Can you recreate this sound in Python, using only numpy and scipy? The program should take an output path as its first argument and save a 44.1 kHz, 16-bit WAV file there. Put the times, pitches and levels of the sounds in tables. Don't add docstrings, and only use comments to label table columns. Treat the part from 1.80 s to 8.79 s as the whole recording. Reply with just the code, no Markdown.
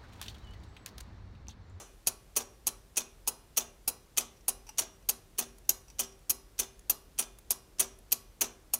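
import sys
import numpy as np
from scipy import signal
from scipy.fft import rfft, irfft
from scipy.io import wavfile
from scipy.ndimage import uniform_filter1d

SR = 44100
rng = np.random.default_rng(int(sys.argv[2]) if len(sys.argv) > 2 else 0)


def magnitude_from_level(level_db):
    exponent = np.asarray(level_db, float) / 20
    return 10 ** exponent


def put_to_file(sound):
    columns = np.atleast_2d(sound).T
    safe = np.clip(columns, -1, 1)
    whole_steps = np.round(safe * 32767)
    wavfile.write(sys.argv[1], SR, whole_steps.astype(np.int16))


N = 308239
SPAN, LEAD = 12288, 2048
HZ = np.fft.rfftfreq(2 * SPAN, 1 / SR)
HARD_DB, DROP_S = -29.5, 0.036

# (frequency [Hz], level [dB per Hz])
FLOOR = [(12, -48), (28, -3.5), (45, 7.5), (65, -3.5), (120, -7.5), (250, -15), (380, -14), (800, -21.5),
         (2200, -28), (5800, -30), (10000, -31.5), (15200, -35.5), (16500, -50.5)]
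# (frequency [Hz], time to fall 60 dB [s])
ROOM = [(200, 0.69), (1000, 0.51), (4000, 0.34), (10000, 0.22), (16000, 0.15)]

# (drop time [s], strength [dB], unlocking ahead [s], bounces [dB], arbor [dB])
TICKS = [(0.2704, -14.5, 0.0053, -1.5, -1.5), (0.8686, -14.5, 0.0033, 0, 0.5),
         (1.4746, -16.5, 0.0054, 1.5, -1.5), (2.0773, -15, 0.0016, -0.1, 1.5),
         (2.6809, -15, 0.0016, -1, 0.5), (3.2885, -15.5, 0.0015, 0.7, 5), (3.8919, -13.5, .0015, -1.9, 5.5),
         (4.4963, -18.5, 0.0015, 4.5, 4.5), (5.097, -13.5, 0.0015, -2, 5.5), (5.7058, -15, 0.0037, -2, 7.5),
         (6.3196, -17.5, 0.008, 0.8, 7.5), (6.9361, -16, 0.004, -2, 4.5)]
# (drop time [s], strength [dB], unlocking ahead [s], rebound after [s], rod ring [dB])
TOCKS = [(0.5632, -14.5, 0.0072, 0.042, 4.5), (1.1686, -15.5, 0.0088, 0.035, 0.5),
         (1.7699, -14, 0.0056, 0.036, -2), (2.3735, -14, 0.0064, .034, -2),
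         (2.9823, -13.5, 0.0074, 0.036, 7), (3.5836, -15.5, .0052, 0.04, -1),
         (4.192, -15.5, 0.0063, 0.04, 5.5), (4.79, -16.5, 0.0086, .040, -10),
         (5.387, -16, 0.0069, .036, -14), (5.9953, -14, 0.0095, 0.032, 4),
         (6.6095, -13.5, 0.00037, 0.032, 0)]
# (time [s], level [dB])
EARLIER = [(-.036, -14), (-.03, -13), (-.022, -26), (.002, -60)]
# (time from unlocking [s], level against the beat [dB])
UNLOCK = [
    (-.001, -27),
    (0, -24.5),
]
# (time after the drop [s], level [dB])
TICK_BOUNCES = [(.0046, -0.5), (.0085, -8), (0.0107, -6.5), (0.019, -16)]
# (time after the drop [s], level [dB])
TOCK_CHATTER = [(0, -2.5), (.0028, -2.5), (.0058, 0.8), (.0085, 0), (0.014, -4.5), (0.025, -14)]
# (time from the rebound [s], level [dB])
REBOUND = [
    (-.009, -25.5),
    (0, -17.5),
    (.004, -23.5),
    (.014, -25.5),
]

# (frequency [Hz], column of the tints below)
TINT_SPANS = [(1000, 0), (2500, 1), (5200, 1), (5700, 2), (7000, 2), (9000, 3), (11000, 3), (12200, 4),
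              (14500, 5)]
# (case, pillars, wheel, plates, arbor, teeth [dB])
TICK_TINT = (0.83, 2.9, -5.3, -3.3, .1, -2.5)
TOCK_TINT = (-2.2, -0.27, -1.2, -1.04, 1, 3.5)
# (case, pillars, wheel, plates, arbor, teeth [dB per dB])
SEATING = (-0.36, -.05, 0.22, -0.62, 0.97, -.4)
# (case, pillars, wheel, plates, arbor, teeth [dB])
TOOTH_DB = np.array([.7, 1.4, 1.3, 1.3, 1.5, 1.5])

# (frequency [Hz], level [dB per Hz])
TICK_COLOUR = [(100, -14), (700, -17), (1900, -23.5), (4500, -15.5), (6500, -7.5), (7800, -4), (10500, 5),
               (13500, -21.5), (15500, -4.5)]
TOCK_COLOUR = [(100, -39), (700, -19.5), (1900, -16.5), (3000, -5.5), (5200, -19), (6200, 4), (7600, -5),
               (10500, -10), (15500, -11.5)]
SOFT_COLOUR = [(150, -3.5), (500, -14), (1800, -9.5), (3100, -5), (4400, -4.5), (6000, 4), (7600, -3.5),
               (10500, -7), (15500, -21)]
CASE_COLOUR = [(60, -46), (150, -21), (250, -5.5), (400, 1.5), (800, 1), (1300, -2), (2200, -19.5),
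               (5000, -51.5)]

# (frequency [Hz], width [Hz], level [dB])
PALLET = [(2530, 170, -13), (3100, 400, -17), (4500, 500, -16)]
# (frequency [Hz], width [Hz], level [dB])
TICK_WHEEL = [(755, 257, -15.0), (5864, 270, -1.0), (6630, 157, 4.5), (7015, 230, -5.0), (7930, 130, -5.0),
              (8130, 140, -1.5), (9230, 190, 1.5), (10020, 260, -58.5), (9870, 440, -2.5),
              (11010, 320, 0.5), (12370, 280, -5.0), (14160, 120, 1)] + PALLET
TOCK_WHEEL = [(2552, 36, -8.5), (4370, 150, -12), (5860, 60, 2), (5775, 38, 0), (5960, 44, -18),
              (6300, 33, -16.5), (6590, 690, -13), (8300, 15, -10), (9170, 370, -5), (10620, 100, -1.5),
              (10910, 220, -8.5), (12200, 110, -6), (13600, 67, -18.5), (15600, 98, -31.5)]
# (frequency [Hz], width [Hz], level [dB])
CRUTCH = [(660, 270, -2), (3540, 140, 4), (11800, 550, -4)]

FRAME_HZ = [237, 388, 1128, 1623, 1973, 2309, 2447, 2850, 3499, 3580, 3973, 4156, 5093, 5359, 5682, 6029,
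            6473, 7074, 7251, 7795, 8185, 9795, 10258, 10640, 10777, 10925, 11087, 11940, 12061, 14021]
# (time to fall 60 dB [s], level from a tick [dB], level from a tock [dB])
FRAME = [(0.38, -57, -48), (0.53, -61.5, -50.5), (0.44, -60, -63.5), (0.32, -78, -57), (0.34, -65.5, -63),
         (0.27, -64, -61), (0.79, -72, -67.5), (0.51, -66.5, -65), (0.44, -91, -58.5), (0.12, -77, -66),
         (0.22, -54, -85), (0.28, -56, -52), (0.41, -59.5, -60.5), (0.37, -67.5, -65), (0.41, -53.5, -51.5),
         (0.53, -61.5, -63.5), (0.095, -40, -53.5), (0.19, -50.5, -67), (0.3, -69, -63), (0.33, -68, -61),
         (0.46, -65.5, -64.5), (0.51, -69.5, -65.5), (0.33, -65.5, -71.5), (0.51, -65, -62),
         (0.28, -74.5, -69.5), (0.6, -67.5, -67), (0.36, -72.5, -81.5), (0.46, -66, -70),
         (0.43, -56, -71.5), (0.52, -70, -74)]
CLEAREST = [0, 1, 2, 14, 22, 28]
# (case low, case high, board, rod, plate, pin [dB])
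TICK_RING = (0.5, 4.5, 1, -5, 8.5, -7.8)
TOCK_RING = (-0.5, -1, 0.3, .1, 5.7, -1.5)

# (time [s], level [dB])
RATTLES = [
    [(2.868, -42), (2.8805, -46), (2.891, -32)],
    [(4.082, -45.5), (4.089, -56), (4.101, -41)],
    [(2.568, -56), (2.609, -56)],
    [(3.969, -56)],
    [(4.324, -51)],
    [(3.226, -57)],
    [(3.852, -55)],
    [(6.28, -62)],
]
# (frequency [Hz], width [Hz], level [dB])
GEARS = [(875, 170, -8.5), (2680, 250, -3.5), (4700, 710, -12.5), (5820, 190, 2.5), (7940, 460, -13),
         (9100, 430, -11), (13000, 3300, -24.5)]
# (time [s], peak level [dB])
CLICKS = [(3.7835, -39.5), (4.391, -48.5), (4.9932, -42), (5.5865, -35.5), (6.188, -43)]
# (frequency [Hz], width [Hz], level [dB])
ARBOR = [(3300, 60, -12), (6700, 560, 1.5), (10430, 340, 3.5), (14300, 220, 2)]

TICK = dict(colour=TICK_COLOUR, wheel=TICK_WHEEL, column=1, wheel_db=9.76, case_db=-27, pin_db=-11)
TOCK = dict(colour=TOCK_COLOUR, wheel=TOCK_WHEEL, column=2, wheel_db=10.94, case_db=-23, pin_db=-34)


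def unit(x):
    return x / np.sqrt(np.mean(x ** 2) + 1e-20)


def along(points, hz):
    f, v = np.transpose(points)
    return np.interp(np.log(hz + 1), np.log(f + 1), v)


def filtered(x, response):
    return irfft(rfft(x, 2 * SPAN) * response)[:SPAN]


def coloured(gain):
    return unit(filtered(rng.standard_normal(SPAN), gain))


def resonances(modes, scatter_db):
    hz, width, db = np.transpose(modes)[:, :, None]
    sign = (-1) ** np.arange(len(db))[:, None]
    gain = sign * magnitude_from_level(db + scatter_db * rng.standard_normal(db.shape))
    return np.sum(gain * 1j * HZ * width / (hz ** 2 - HZ ** 2 + 1j * HZ * width), axis=0)


def chatter(contacts, start, t60, rise=0.00076):
    s, db = np.reshape(contacts, (-1, 2)).T[:, :, None]
    age = np.maximum(np.arange(SPAN // 2) / SR + start - s, 0)
    power = np.sum(magnitude_from_level(2 * db - 120 * age / t60) * (1 - np.exp(-age / rise)), axis=0)
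    return np.pad(np.sqrt(power), (0, SPAN // 2))


def taps(contacts, start, t60, blow_db):
    force = rng.standard_normal(SPAN) * chatter(contacts, start, t60)
    for s, db in contacts:
        force[round((s - start) * SR)] += magnitude_from_level(db + blow_db)
    return force


def room(x):
    hz, t, z = signal.stft(rng.standard_normal(SPAN), SR, nperseg=256)
    decay = magnitude_from_level(-60 * t / along(ROOM, hz)[:, None])
    tail = signal.istft(z * decay, SR, nperseg=256)[1]
    return filtered(x, rfft(tail / np.linalg.norm(tail), 2 * SPAN))


def add(out, start, x):
    at = round(start * SR) + LEAD
    out[at:at + len(x)] += x


def background():
    hz = np.fft.rfftfreq(N, 1 / SR)
    spectrum = rfft(rng.standard_normal(N)) * magnitude_from_level(along(FLOOR, hz))
    return magnitude_from_level(-58) * unit(irfft(spectrum, N))


def unlocking(s, db, ahead):
    return [(s - ahead + t, db + d) for t, d in UNLOCK]


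def tick_contacts(s, db, ahead, bounce_db):
    bounces = [(s + t, db + bounce_db + d) for t, d in TICK_BOUNCES]
    return unlocking(s, db, ahead) + [(s, db)] + bounces


def tock_contacts(s, db, ahead, rebound):
    landing = [(s + t, db + d) for t, d in TOCK_CHATTER]
    return unlocking(s, db, ahead) + landing + [(s + rebound + t, db + d) for t, d in REBOUND]


def tooth(contacts, tint_db, ring_db):
    contacts = np.array(contacts)
    uneven = rng.standard_normal(contacts.shape) * (0.0005, 1.3)
    uneven[:len(UNLOCK) + 1] = 0
    tint_db = tint_db + TOOTH_DB * rng.standard_normal(6)
    ring_db = ring_db + 2 * rng.standard_normal(6)
    return [tuple(c) for c in contacts + uneven], tint_db, ring_db


def plate_chatter(hard, soft, start, colour, tint, grain):
    loud = coloured(tint * magnitude_from_level(along(colour, HZ))) * grain * chatter(hard, start, t60=0.034, rise=0.0006)
    light = coloured(magnitude_from_level(along(SOFT_COLOUR, HZ))) * grain * chatter(soft, start, t60=0.047)
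    return magnitude_from_level(-8) * loud + magnitude_from_level(-5) * light


def wheel_ring(hard, start, wheel, tint, grain):
    force = rng.standard_normal(SPAN) * grain * chatter(hard, start, t60=0.02)
    return filtered(force, tint * resonances(wheel, scatter_db=-1.0))


def pin(delay):
    t = np.maximum(np.arange(SPAN) / SR - delay, 0)
    free, seated = 12150, 12750
    hz = free + (seated - free) * np.clip(t / 0.024, 0, 1) ** 2
    hz += 900 * uniform_filter1d(rng.standard_normal(SPAN), size=60)
    return np.sin(2 * np.pi * np.cumsum(hz) / SR)


def crutch_ring(late, start):
    return filtered(taps(late, start, t60=0.012, blow_db=14), resonances(CRUTCH, scatter_db=2.5))


def case_thump(contacts, start):
    thump = magnitude_from_level(3.0) * chatter(contacts, start, t60=0.03, rise=0.005)
    thump += magnitude_from_level(-6.0) * chatter(contacts, start, t60=0.22, rise=0.042)
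    return coloured(magnitude_from_level(along(CASE_COLOUR, HZ))) * thump


def frame(delay, column, ring_db, level_db):
    hz = np.array(FRAME_HZ, np.float32)[:, None]
    t60, db = np.array(FRAME)[:, [0, column], None].transpose(1, 0, 2)
    strike_db = 2.5 * rng.standard_normal(db.shape)
    strike_db[CLEAREST, 0] = ring_db
    t = np.maximum(np.arange(SPAN) / SR - delay, 0)
    fade = 1 - np.linspace(0, 1, SPAN) ** 8
    knot_s = np.linspace(0, SPAN / SR, 28)
    flutter_db = 2.2 * rng.standard_normal((len(hz), len(knot_s)))
    knot_gains = magnitude_from_level(db + strike_db + flutter_db - 60 * knot_s / t60)
    gains = np.array([np.interp(t, knot_s, g) for g in knot_gains], np.float32)
    turns = (hz * t + rng.random(hz.shape)) % 1
    modes = gains * np.sin((2 * np.pi * turns).astype(np.float32))
    return magnitude_from_level(level_db) * modes.sum(axis=0) * (1 - np.exp(-t / 0.01)) * fade


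def beat(contacts, pallet, tint_db, ring_db):
    start = contacts[0][0]
    hard = [c for c in contacts if c[1] > HARD_DB and c[0] < start + DROP_S]
    soft = [c for c in contacts if c not in hard]
    late = [c for c in soft if c[0] > start + DROP_S]
    delay = hard[0][0] - start
    tint = magnitude_from_level(along([(hz, tint_db[k]) for hz, k in TINT_SPANS], HZ))
    grain = unit(magnitude_from_level(1.5 * unit(uniform_filter1d(rng.standard_normal(SPAN), size=16))))
    plates = plate_chatter(hard, soft, start, pallet["colour"], tint, grain)
    metal = magnitude_from_level(pallet["wheel_db"]) * wheel_ring(hard, start, pallet["wheel"], tint, grain)
    metal += magnitude_from_level(pallet["pin_db"] + 1.45 * tint_db[4]) * pin(delay) * chatter(hard, start, t60=0.026)
    metal += magnitude_from_level(7) * crutch_ring(late, start)
    case = magnitude_from_level(pallet["case_db"] + tint_db[0]) * case_thump(contacts, start)
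    wet = magnitude_from_level(-13.5) * room(plates + magnitude_from_level(-8.0) * metal + case)
    return start, plates + metal + case + wet + frame(delay, pallet["column"], ring_db, level_db=1.0)


def escapement(out):
    add(out, *beat(EARLIER, TOCK, np.zeros(6), [-21, -6, -3, -6, -3, -1]))
    for *row, arbor_db in TICKS:
        contacts, tint_db, ring_db = tooth(tick_contacts(*row), TICK_TINT, TICK_RING)
        tint_db += arbor_db * np.array(SEATING)
        ring_db[5] += 1.1 * arbor_db
        add(out, *beat(contacts, TICK, tint_db, ring_db))
    for *row, rod_db in TOCKS:
        contacts, tint_db, ring_db = tooth(tock_contacts(*row), TOCK_TINT, TOCK_RING)
        ring_db[3] = rod_db
        add(out, *beat(contacts, TOCK, tint_db, ring_db))


def gear_rattles(out):
    for contacts in RATTLES:
        start = contacts[0][0]
        last, db = contacts[-1]
        force = taps(contacts, start, t60=0.046, blow_db=17)
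        knock = filtered(force, magnitude_from_level(-28.5) + magnitude_from_level(6) * resonances(GEARS, scatter_db=1.5))
        ring = frame(last - start, 2, [2, -27, -3, 1, -2, 1], level_db=db + 8)
        add(out, start, knock + magnitude_from_level(-11) * room(knock) + ring)


def arbor_clicks(out):
    for s, db in CLICKS:
        force = taps([(s, db)], s, t60=0.019, blow_db=8)
        click = filtered(force, magnitude_from_level(-12) + resonances(ARBOR, scatter_db=-4.0))
        add(out, s, click + magnitude_from_level(-19) * room(click))


def scene():
    out = np.zeros(N + SPAN + 2 * LEAD)
    escapement(out)
    gear_rattles(out)
    arbor_clicks(out)
    return (out[LEAD:LEAD + N] + background())[None]


def band_limit(x):
    return signal.sosfilt(signal.butter(12, 16990, fs=SR, output="sos"), x)


def record(dry):
    hz = np.fft.rfftfreq(N, 1 / SR)
    edge = magnitude_from_level(along([(15550, 0), (15800, -6), (16050, -25), (16850, -38), (17100, -90)], hz))
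    mix = irfft(rfft(dry) * edge, N)
    return band_limit(mix)


dry = scene()
out = record(dry)
put_to_file(out)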